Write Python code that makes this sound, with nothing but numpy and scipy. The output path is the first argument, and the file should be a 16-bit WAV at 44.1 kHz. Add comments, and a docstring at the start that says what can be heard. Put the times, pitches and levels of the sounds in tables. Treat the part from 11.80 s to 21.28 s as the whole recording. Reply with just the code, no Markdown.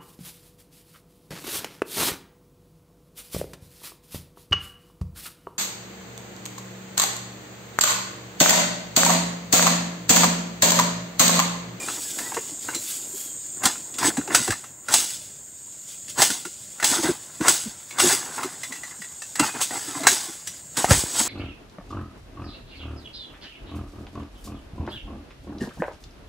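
"""Harvesting an oil palm with a sickle on a pole

A sickle on a long hollow pole is hooked into the crown and jerked again and again: blows are noise cracks,
blurred knocks and steel modes; rustle, scrape and creak are filtered grains; dull thumps are low swings.
A few thin tones squeal, and at the end the fruit bunch drops and thuds on the ground in short, damped swings.
Cicadas hiss in the plantation over a low bed of moving air. One microphone feeds both channels."""
import sys
import numpy as np
from scipy import signal
from scipy.fft import rfft, irfft, next_fast_len
from scipy.io import wavfile
from scipy.ndimage import uniform_filter1d, map_coordinates

SR = 44100
rng = np.random.default_rng(int(sys.argv[2]) if len(sys.argv) > 2 else 0)


def unload_wav(signal):
    """Save mono or channel-first audio to the path in sys.argv[1] as 16-bit WAV at rate SR, clipped to [-1, 1]."""
    wavfile.write(
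        sys.argv[1],
        SR,
        np.round(np.clip(np.atleast_2d(signal).T, -1, 1) * 32767).astype(np.int16),
    )


N = 418051

# Colour of dry leaflets and of cracking fibre. Each row: frequency in Hz, relative level in dB per Hz.
LEAFLET_COLOUR = [(880, -21.5), (1500, -12), (1860, -15.5), (2930, -6.5), (3640, -5), (5840, -4),
                  (7930, 0.5), (10100, -8), (14900, -20), (15800, -5)]
# Modes of blade and pole. Each row: frequency in Hz, relative level in dB, time to fall 60 dB in seconds.
STEEL_MODES = [(2050, -6, 0.07), (2715, -7, 0.16), (3480, -10, 0.15), (4050, -5, 0.14), (4900, -9, 0.16),
               (5960, -7, 0.18), (6520, -6, 0.15), (7300, -3, 0.1), (7950, -2, 0.15)]
# Resonances of a scraped or knocked stalk. Each row: centre in Hz, width in Hz, relative level in dB.
STALK_WOOD = [(768, 376, -2.5), (1098, 306, 0.5), (1411, 372, -1), (1780, 260, -0.5), (2052, 297, -3.5),
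              (2800, 220, -8.5)]
# The crown stirring between jerks. Each row: time in seconds, rustle level in dB, scrape level in dB.
CROWN_STIR = [(0, -36.5, -43), (.1, -31.5, -50), (.2, -35, -75), (.62, -39.5, -72), (.8, -44.5, -73),
              (.84, -38.5, -80), (1.3, -48.5, -57.5), (1.8, -48, -63), (2.45, -55, -52), (2.95, -75, -61),
              (3.4, -66, -64), (3.8, -51.5, -65), (4.7, -45.5, -67.5), (5.5, -46, -54), (6.1, -47.5, -57),
              (7.0, -43, -52.5), (7.5, -53, -59.5), (8.1, -33, -44), (8.9, -51, -61), (9.48, -27, -35)]


def amp(db):
    """Decibels to a linear factor."""
    return 10 ** (np.asarray(db) / 20)


def unit(x):
    """x brought to an RMS of 1."""
    return x / np.sqrt(np.mean(x ** 2) + 1e-20)


def along(points, hz):
    """Read a curve of (Hz, value) points on a log frequency axis."""
    f, v = np.transpose(points)
    return np.interp(np.log(hz + 1), np.log(f + 1), v)


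def curves(rows):
    """One value per sample for each column after the time."""
    s, *cols = np.transpose(rows)
    return [np.interp(np.arange(N) / SR, s, c) for c in cols]


def wobble(rate):
    """A smooth random curve with rate knots a second."""
    knots = rng.standard_normal(int(N * rate / SR) + 4)
    return map_coordinates(knots, [np.arange(N) * rate / SR])


def filtered(x, response):
    """x shaped by a complex response of frequency."""
    m = next_fast_len(x.shape[-1] + SR // 4)
    spectrum = rfft(x, m) * response(np.fft.rfftfreq(m, 1 / SR))
    return irfft(spectrum, m)[..., :x.shape[-1]]


def coloured(x, points):
    """x shaped by a curve of (Hz, dB) points."""
    return filtered(x, lambda hz: amp(along(points, hz)))


def resonant(modes):
    """Causal response of (Hz, width in Hz, dB) resonances with alternating signs."""
    def response(f):
        return sum((-1) ** k * amp(db) * 1j * f * w / (c * c - f * f + 1j * f * w)
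                   for k, (c, w, db) in enumerate(modes))
    return response


def grains(rate, spread_db, smooth):
    """Random tiny slips of uneven size, about rate a second, on a share of smooth noise."""
    size = amp(spread_db * np.minimum(rng.exponential(size=N), 3))
    slips = (rng.random(N) < rate / SR) * size * rng.standard_normal(N)
    return unit(slips) + smooth * rng.standard_normal(N)


def patchy(x, depth_db):
    """Random gain in small patches of time and pitch: each leaflet or fibre has its own brief colour."""
    z = signal.stft(x, nperseg=1024)[2]
    field = uniform_filter1d(rng.standard_normal(z.shape), size=3, axis=0)
    field = uniform_filter1d(field, size=5, axis=1)
    return unit(signal.istft(z * amp(depth_db * unit(field)), nperseg=1024)[1][:N])


def strokes(rows, rest_db):
    """Gain over time: every stroke swells, holds and fades above a resting level."""
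    swing_db = 30  # the rise and fall times each span this much
    t = np.arange(0, N, 32) / SR
    power = np.zeros(len(t))
    for s, db, rise, hold, fall in rows:
        away = np.maximum(np.maximum((s - t) / rise, (t - s - hold) / fall), 0)
        power += amp(db - swing_db * away) ** 2
    return np.sqrt(amp(rest_db) ** 2 + np.interp(np.arange(N) / SR, t, power))


def cicadas():
    """Many far singers blur to a band of hiss; one near singer holds a thin wavering shrill above them."""
    # Level of the chorus. Each row: time in seconds, level in dB.
    chorus = [(0, -37), (1.7, -36.5), (2.6, -39.5), (2.9, -45.5), (4.2, -41.5), (5.4, -45.5), (7.4, -42),
              (8.8, -45), (9.48, -36)]
    # Colour of the far singers. Each row: frequency in Hz, relative level in dB per Hz.
    far_colour = [(6000, -40), (6350, -14), (6600, -4), (7100, 0), (7700, -2), (8000, -11), (8600, -18),
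                  (9500, -36), (13000, -32), (14000, -22), (15500, -27)]
    far = unit(coloured(grains(2500, 1.2, smooth=2.5), far_colour))
    shrill_hz = 8295 + 28 * wobble(120)
    shrill = np.sin(2 * np.pi * np.cumsum(shrill_hz) / SR) * amp(2.2 * wobble(40))
    haze = unit(filtered(rng.standard_normal(N), resonant([(8310, 110, 0)])))
    near = unit(shrill + .8 * haze)
    return amp(curves(chorus)[0]) * (amp(.5 * wobble(60)) * far + amp(-6.5) * near)


def air():
    """Mostly low noise of moving air, its level wandering in gusts."""
    # Colour of the air. Each row: frequency in Hz, relative level in dB per Hz.
    air_colour = [(30, -26), (48, 1.5), (142, 7), (410, -7), (625, -0.5), (1300, -48), (1450, -11),
                  (6000, -24), (9000, -120)]
    gusts = amp(3 * wobble(15))
    return amp(-57.5) * gusts * unit(coloured(rng.standard_normal(N), air_colour))


def rustle():
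    """Jerked leaflets crackle as many tiny slips and keep the steel singing through its modes."""
    # Leaflets shaken by a jerk. Each row: start of the peak in seconds, level in dB,
    # then rise, hold and fall in seconds.
    shakes = [(.394, -35.5, 0.075, 0.0087, 0.24), (1.107, -31.5, 0.28, 0.013, 0.3),
              (1.836, -23.5, 0.012, .005, 0.23), (2.19, -29.5, 0.014, 0.028, 0.37),
              (2.23, -24.5, 0.021, 0.064, 0.031), (2.554, -18.5, 0.056, .005, 0.28),
              (3.143, -16.5, 0.071, 0.0029, 0.36), (4.09, -42.5, 0.074, 0.041, 0.092),
              (4.3, -33, 0.044, .005, 0.063), (4.385, -24.5, 0.027, 0.035, .1),
              (4.425, -19, 0.082, 0.028, 0.25), (5.07, -20.5, 0.07, 0.065, 0.33),
              (5.235, -29.5, .03, 0.051, 0.14), (5.692, -16.5, 0.098, 0.0046, 0.25),
              (6.201, -17, 0.031, 0.13, 0.16), (6.62, -35, 0.69, 0.0065, 0.37),
              (7.64, -25, 0.053, 0.027, 0.089), (7.815, -20.5, 0.026, 0.016, 0.059),
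              (7.962, -32.5, 0.97, 0.035, 0.14), (8.281, -18, 0.024, .005, 0.34),
              (8.68, -37.5, 0.049, .005, 0.23), (8.98, -20.5, 0.027, 0.004, 0.19),
              (9.114, -14, 0.054, 0.0029, 0.22), (9.399, -19, 0.1, 0.0049, 0.078)]
    # A fine treble hiss as the pole is steered in. Each row: time in seconds, level in dB.
    tip_levels = [(0, -46), (.4, -38.5), (.75, -55), (1.1, -34), (1.25, -46), (1.42, -33.5), (1.6, -58)]
    shaking = strokes(shakes, curves(CROWN_STIR)[0])
    leaflets = patchy(coloured(grains(3500, 2.5, smooth=1.0), LEAFLET_COLOUR), depth_db=2.4)
    steel = resonant([(hz, 70, db) for hz, db, _ in STEEL_MODES])
    singing = unit(filtered(leaflets, steel))
    tips = unit(filtered(grains(3700, 1.5, smooth=0.93), resonant([(10700, 19000, 0)])))
    moving = shaking * (leaflets + amp(-8.5) * singing) + amp(curves(tip_levels)[0]) * tips
    return amp(1.2 * wobble(30)) * moving


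def drag_gain():
    """How strongly the edge drags across fibre at each moment."""
    # Drags of the edge. Each row: start of the peak in seconds, level in dB,
    # then rise, hold and fall in seconds.
    drags = [(.085, -37.5, 0.043, 0.026, 0.05), (.135, -43.5, .03, 0.053, 0.027),
             (.394, -43, 0.075, .01, 0.61), (.89, -44, 0.13, 0.053, 0.098),
             (1.861, -24.5, 0.07, 0.0041, 0.084), (2.195, -35.5, 0.03, .02, 0.11),
             (2.23, -24, 0.046, 0.026, 0.12), (2.505, -30, 0.013, 0.048, 0.22),
             (2.724, -30, 0.045, 0.0037, 0.053), (3.093, -34, 0.016, 0.038, 0.058),
             (3.135, -31.5, 0.075, 0.011, 0.2), (4.388, -23, 0.034, 0.014, 0.19),
             (5.034, -27, 0.02, 0.0032, 0.053), (5.12, -31, 0.17, 0.081, 0.063),
             (5.235, -27, 0.017, 0.042, 0.11), (5.652, -23.5, 0.047, 0.0039, 0.2),
             (6.201, -27.5, 0.075, 0.0058, 0.61), (6.3, -29.5, 0.15, 0.0099, 0.1),
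             (6.59, -31.5, 0.056, 0.012, 0.22), (7.603, -29.5, 0.047, 0.062, 0.1),
             (7.752, -33, 0.032, 0.017, 0.034), (7.79, -37.5, 0.023, 0.028, 0.064),
             (7.91, -34, 0.011, 0.069, 0.026), (8.155, -39.5, 0.39, .05, .05),
             (8.235, -33, 0.023, 0.072, 0.3), (8.98, -25.5, 0.028, 0.0032, 0.1),
             (9.108, -21, 0.06, 0.0067, 0.13), (9.399, -28.5, 0.063, 0.0043, 0.073)]
    return strokes(drags, curves(CROWN_STIR)[1])


def scraping(dragging):
    """The edge slips over fibres, and the stalk's resonances, applied twice, colour the slips."""
    slips = grains(700, 1.6, smooth=0.94)
    scrape = patchy(filtered(slips, lambda hz: resonant(STALK_WOOD)(hz) ** 2), depth_db=3.2)
    return amp(1.2 * wobble(60)) * dragging * scrape


def creaking(dragging):
    """Loaded stalks grumble: sparse slips shake low resonances, more so while the edge drags."""
    # Stalks under load. 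Each row: time in seconds, level in dB.
    creak_levels = [(0.0, -47), (1.74, -56.5), (2.56, -47), (2.85, -64), (9.08, -77), (9.48, -41)]
    # Resonances of a bent stalk. Each row: centre in Hz, width in Hz, relative level in dB.
    bent_stalk = [(219.6, 36, 1), (327, 162, 4), (118, 48, -1), (484, 370, -9.5)]
    creak = unit(filtered(grains(200, 0.94, smooth=1.0), resonant(bent_stalk)))
    load = amp(curves(creak_levels)[0]) + amp(-6.0) * dragging
    return amp(1.2 * wobble(20)) * load * creak


def squeal(rows):
    """A thin, unsteady stick-slip tone."""
    hz, db = curves(rows)
    t = np.arange(N) / SR
    on = np.clip(np.minimum(t - rows[0][0], rows[-1][0] - t) / 0.0018, 0, 1)
    unsteady_hz = hz * (1 + 0.014 * wobble(180))
    return on * amp(db + 3 * wobble(70)) * np.sin(2 * np.pi * np.cumsum(unsteady_hz) / SR)


def squeals():
    """All the thin whistles, perhaps fronds squealing along the blade."""
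    # One list per whistle. Each row: time in seconds, frequency in Hz, level in dB.
    whistles = [
        [(0.0, 2380, -33), (0.08, 2450, -48)],
        [(0.25, 1710, -50), (0.38, 1450, -57)],
        [(0.39, 1664, -50), (0.47, 1970, -36), (0.53, 1890, -56)],
        [(2.585, 2010, -49), (2.63, 2010, -38), (2.69, 1980, -47)],
        [(7.62, 2530, -34.5), (7.82, 2480, -49)],
        [(1.33, 3262, -53), (1.474, 3280, -48), (1.55, 3250, -60)],
    ]
    return sum(map(squeal, whistles))


def pole(x):
    """The bright part runs down the hollow pole and comes back every 16 ms, weaker each trip."""
    def response(f):
        returned = .45 / (1 + (1500 / (f + 1)) ** 6)
        round_trip = returned * np.exp(-2j * np.pi * f * .016)
        return 1j * f / (150 + 1j * f) / (1 - round_trip)
    return filtered(x, response)


def blade():
    """Every blow cracks fibres, rings the steel at new strengths and knocks the stalk at its own pitch."""
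    # Bites and knocks. Each row: start in seconds, crack level in dB, relative knock level in dB,
    # knock pitch in Hz.
    blows = [(0.0835, -33, -23.5, 1330), (0.3858, -26.5, -23.5, 1745), (0.518, -52, -25.5, 880),
             (0.5422, -28.5, -30, 1590), (0.567, -50, -18.5, 953), (0.8851, -43, -19, 1420),
             (0.935, -45, -30, 2180), (0.947, -21.5, -38, 1290), (1.835, -24, -20, 817),
             (1.8539, -8, -17.5, 1040), (1.953, -47, -31.5, 1410), (2.14, -33, -52, 1420),
             (2.184, -22.5, -25.5, 1360), (2.3695, -27.5, -21.5, 813), (2.41, -52, -30, 1450),
             (2.475, -34, -25, 844), (2.5465, -6.5, -8, 1467), (2.6758, -24, -19.5, 753),
             (2.7043, -20.5, -18.5, 1620), (2.7197, -25.5, -24, 1770), (2.84, -40, -33.5, 1290),
             (3.0842, -25.5, -20.5, 1436), (3.1384, -6, -14, 880), (4.28, -36, -46, 1800),
             (4.377, -38, -25, 1520), (4.4182, -4.5, -10.5, 816), (4.502, -19, -22.5, 1475),
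             (4.6508, -30, -28.5, 1390), (4.999, -30, -24.5, 1465), (5.026, -21, -14.5, 1825),
             (5.0427, -8, -18.5, 808), (5.2327, -23, -27, 554), (5.608, -32, -24, 1470),
             (5.681, -7.5, -8.5, 1437), (6.108, -35, -31.5, 2180), (6.185, -21, -19, 1176),
             (6.199, -10, -11.5, 1495), (6.631, -25.5, -20.5, 1296), (6.8328, -26.5, -25, 2000),
             (6.922, -33, -26, 1984), (6.9542, -36, -32, 1930), (7.0334, -37, -27.5, 1985),
             (7.109, -47, -36, 2010), (7.218, -37, -28, 1950), (7.243, -42, -35, 1935),
             (7.419, -32, -29.5, 1790), (7.5546, -26, -26, 1870), (7.5946, -13, -12.5, 1310),
             (7.8114, -20, -23, 1070), (8.2332, -26.5, -36, 1110), (8.2684, -6, -3, 1602),
             (8.672, -24, -35, 1820), (8.969, -18, -27, 1194), (9.0431, -24, -17, 820),
             (9.1068, -13, -8.5, 547)]
    clink_hz = 1930  # knocks from this pitch up are clinks of the pole: purer, with a fixed decay
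    out, knocks, t = np.zeros(N + SR), np.zeros(N + SR), np.arange(SR // 2) / SR
    dying = amp(-60 * t / 0.1) * (1 - np.exp(-t / 0.0011))  # 60 dB down in 0.1 s, after a short onset
    for s, crack_db, knock_db, hz in blows:
        puff = rng.standard_normal((4, len(t)))
        crack = unit(coloured(puff[0], LEAFLET_COLOUR)) * (0.73 * dying + 0.83 * dying ** 4)

        shiver = np.cumsum(puff[2]) * 0.075  # radians; the blade rubs on fibre, so its tones are blurred
        ring = np.zeros(len(t))
        for f, level, life in STEEL_MODES:
            strength = amp(level + rng.normal(0, 4.4) - 60 * t / life)
            ring += strength * np.sin(2 * np.pi * f * rng.normal(1, 0.0089) * t + shiver)
        ring_db = -17.5 + 0.74 * crack_db  # the ring grows more slowly than the crack

        if hz < clink_hz:
            body, shortness = 0.57, 1.22 + hz / 1700  # higher knocks are shorter
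        else:
            body, shortness = 0.25, 1.7
        tone = np.sin(2 * np.pi * hz * t + 0.097 * np.cumsum(puff[3]))  # its phase wanders
        whole_stalk = unit(filtered(puff[1], resonant(STALK_WOOD)))
        knock = (tone + body * whole_stalk) * amp(1) * dying ** shortness

        start = round(s * SR)
        out[start:][:len(t)] += amp(crack_db) * crack
        knocks[start:][:len(t)] += amp(knock_db) * knock + amp(ring_db) * ring
    return (out + pole(knocks))[:N]


def trees(x):
    """Trunks and fronds scatter a short diffuse tail."""
    t = np.arange(SR // 2) / SR
    tail = rng.standard_normal(len(t)) * amp(-60 * t / 0.66) * (1 - np.exp(-t / 0.011))
    return signal.fftconvolve(x, tail / np.linalg.norm(tail))[:N]


def thumps():
    """Soft heavy contacts: a low, unsteady swing with a dull puff under it swells, then is damped quickly."""
    # Jolted stalks and the bunch on the soil. 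Each row: start in seconds, level of the swing in dB,
    # pitch in Hz.
    jolts = [(0.564, -25.5, 454), (0.714, -38, 280), (0.952, -32, 320), (1.334, -37.5, 397),
             (1.846, -22.5, 254), (2.239, -23, 297), (2.27, -19, 323), (2.376, -19.5, 258),
             (2.479, -31, 354), (2.591, -29.5, 236), (2.679, -22.5, 343), (2.687, -27.5, 101),
             (4.496, -30, 269), (4.651, -34.5, 345), (5.105, -26.5, 268), (5.182, -24, 324),
             (5.235, -21, 309), (5.285, -15.5, 340), (5.602, -19.5, 318), (5.685, -26.5, 344),
             (5.857, -29.5, 248), (6.23, -16.5, 353), (6.254, -21.5, 350), (6.32, -27.5, 370),
             (6.643, -28, 357), (6.894, -40, 255), (7.189, -43, 199), (7.595, -17.5, 294),
             (7.609, -30, 147), (8.078, -32.5, 290), (8.154, -31, 296), (8.195, -30.5, 678),
             (8.201, -30, 294), (8.314, -32, 360), (8.48, -37.5, 329), (8.972, -30, 258), (9.086, -23, 184),
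             (9.134, -22, 104), (9.16, -21.5, 58)]
    rise = 0.013  # seconds of swell
    out, t = np.zeros(N + SR), np.arange(SR // 4) / SR
    swell = t / rise * np.exp(.5 - .5 * (t / rise) ** 2)
    for s, db, hz in jolts:
        chance = rng.standard_normal((2, len(t)))
        swing = np.sin(2 * np.pi * hz * t + 0.048 * np.cumsum(chance[0]))
        dull = resonant([(.75 * hz, .6 * hz, 0)])
        puff = unit(filtered(chance[1], lambda f: dull(f) ** 2))
        out[round(s * SR):][:len(t)] += amp(db) * swell * (swing + 0.34 * puff)
    return out[:N]


def bunch():
    """A heavy soft body hardly rings: each contact is one strong push and a weak swing back."""
    # The bunch striking the trunk, the soil, and the soil again. Each row: start in seconds,
    # starting level in dB, pitch in Hz, cycles until 20 dB down.
    contacts = [(9.044, -3, 730, 2.5), (9.1106, 2, 104, 1.1), (9.238, -6, 234, 0.35)]
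    out, t = np.zeros(N + SR), np.arange(SR // 4) / SR
    for s, db, hz, cycles in contacts:
        push = amp(db - 20 * t * hz / cycles) * np.sin(2 * np.pi * hz * t)
        out[round(s * SR):][:len(t)] += push
    return out[:N]


def scene():
    """Crown, tool and plantation together, the same in both channels; only the blows get a tail."""
    dragging = drag_gain()
    crown = rustle() + scraping(dragging) + creaking(dragging)
    hits = blade()
    tool = hits + amp(-22.0) * trees(hits) + squeals()
    mono = cicadas() + air() + crown + tool + thumps() + bunch()
    return np.array([mono, mono])


def record(dry):
    """The microphone drops the deepest bass, the loudest peaks flatten at full scale, the band ends steeply."""
    wet = filtered(dry, lambda hz: (-hz ** 2 / (48 ** 2 - hz ** 2 + 1j * 60 * hz)) ** 3)
    flattened = wet / (1 + np.abs(wet) ** 8) ** (1 / 8)
    return filtered(flattened, lambda hz: hz < 15700)


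dry = scene()
out = record(dry)
unload_wav(out)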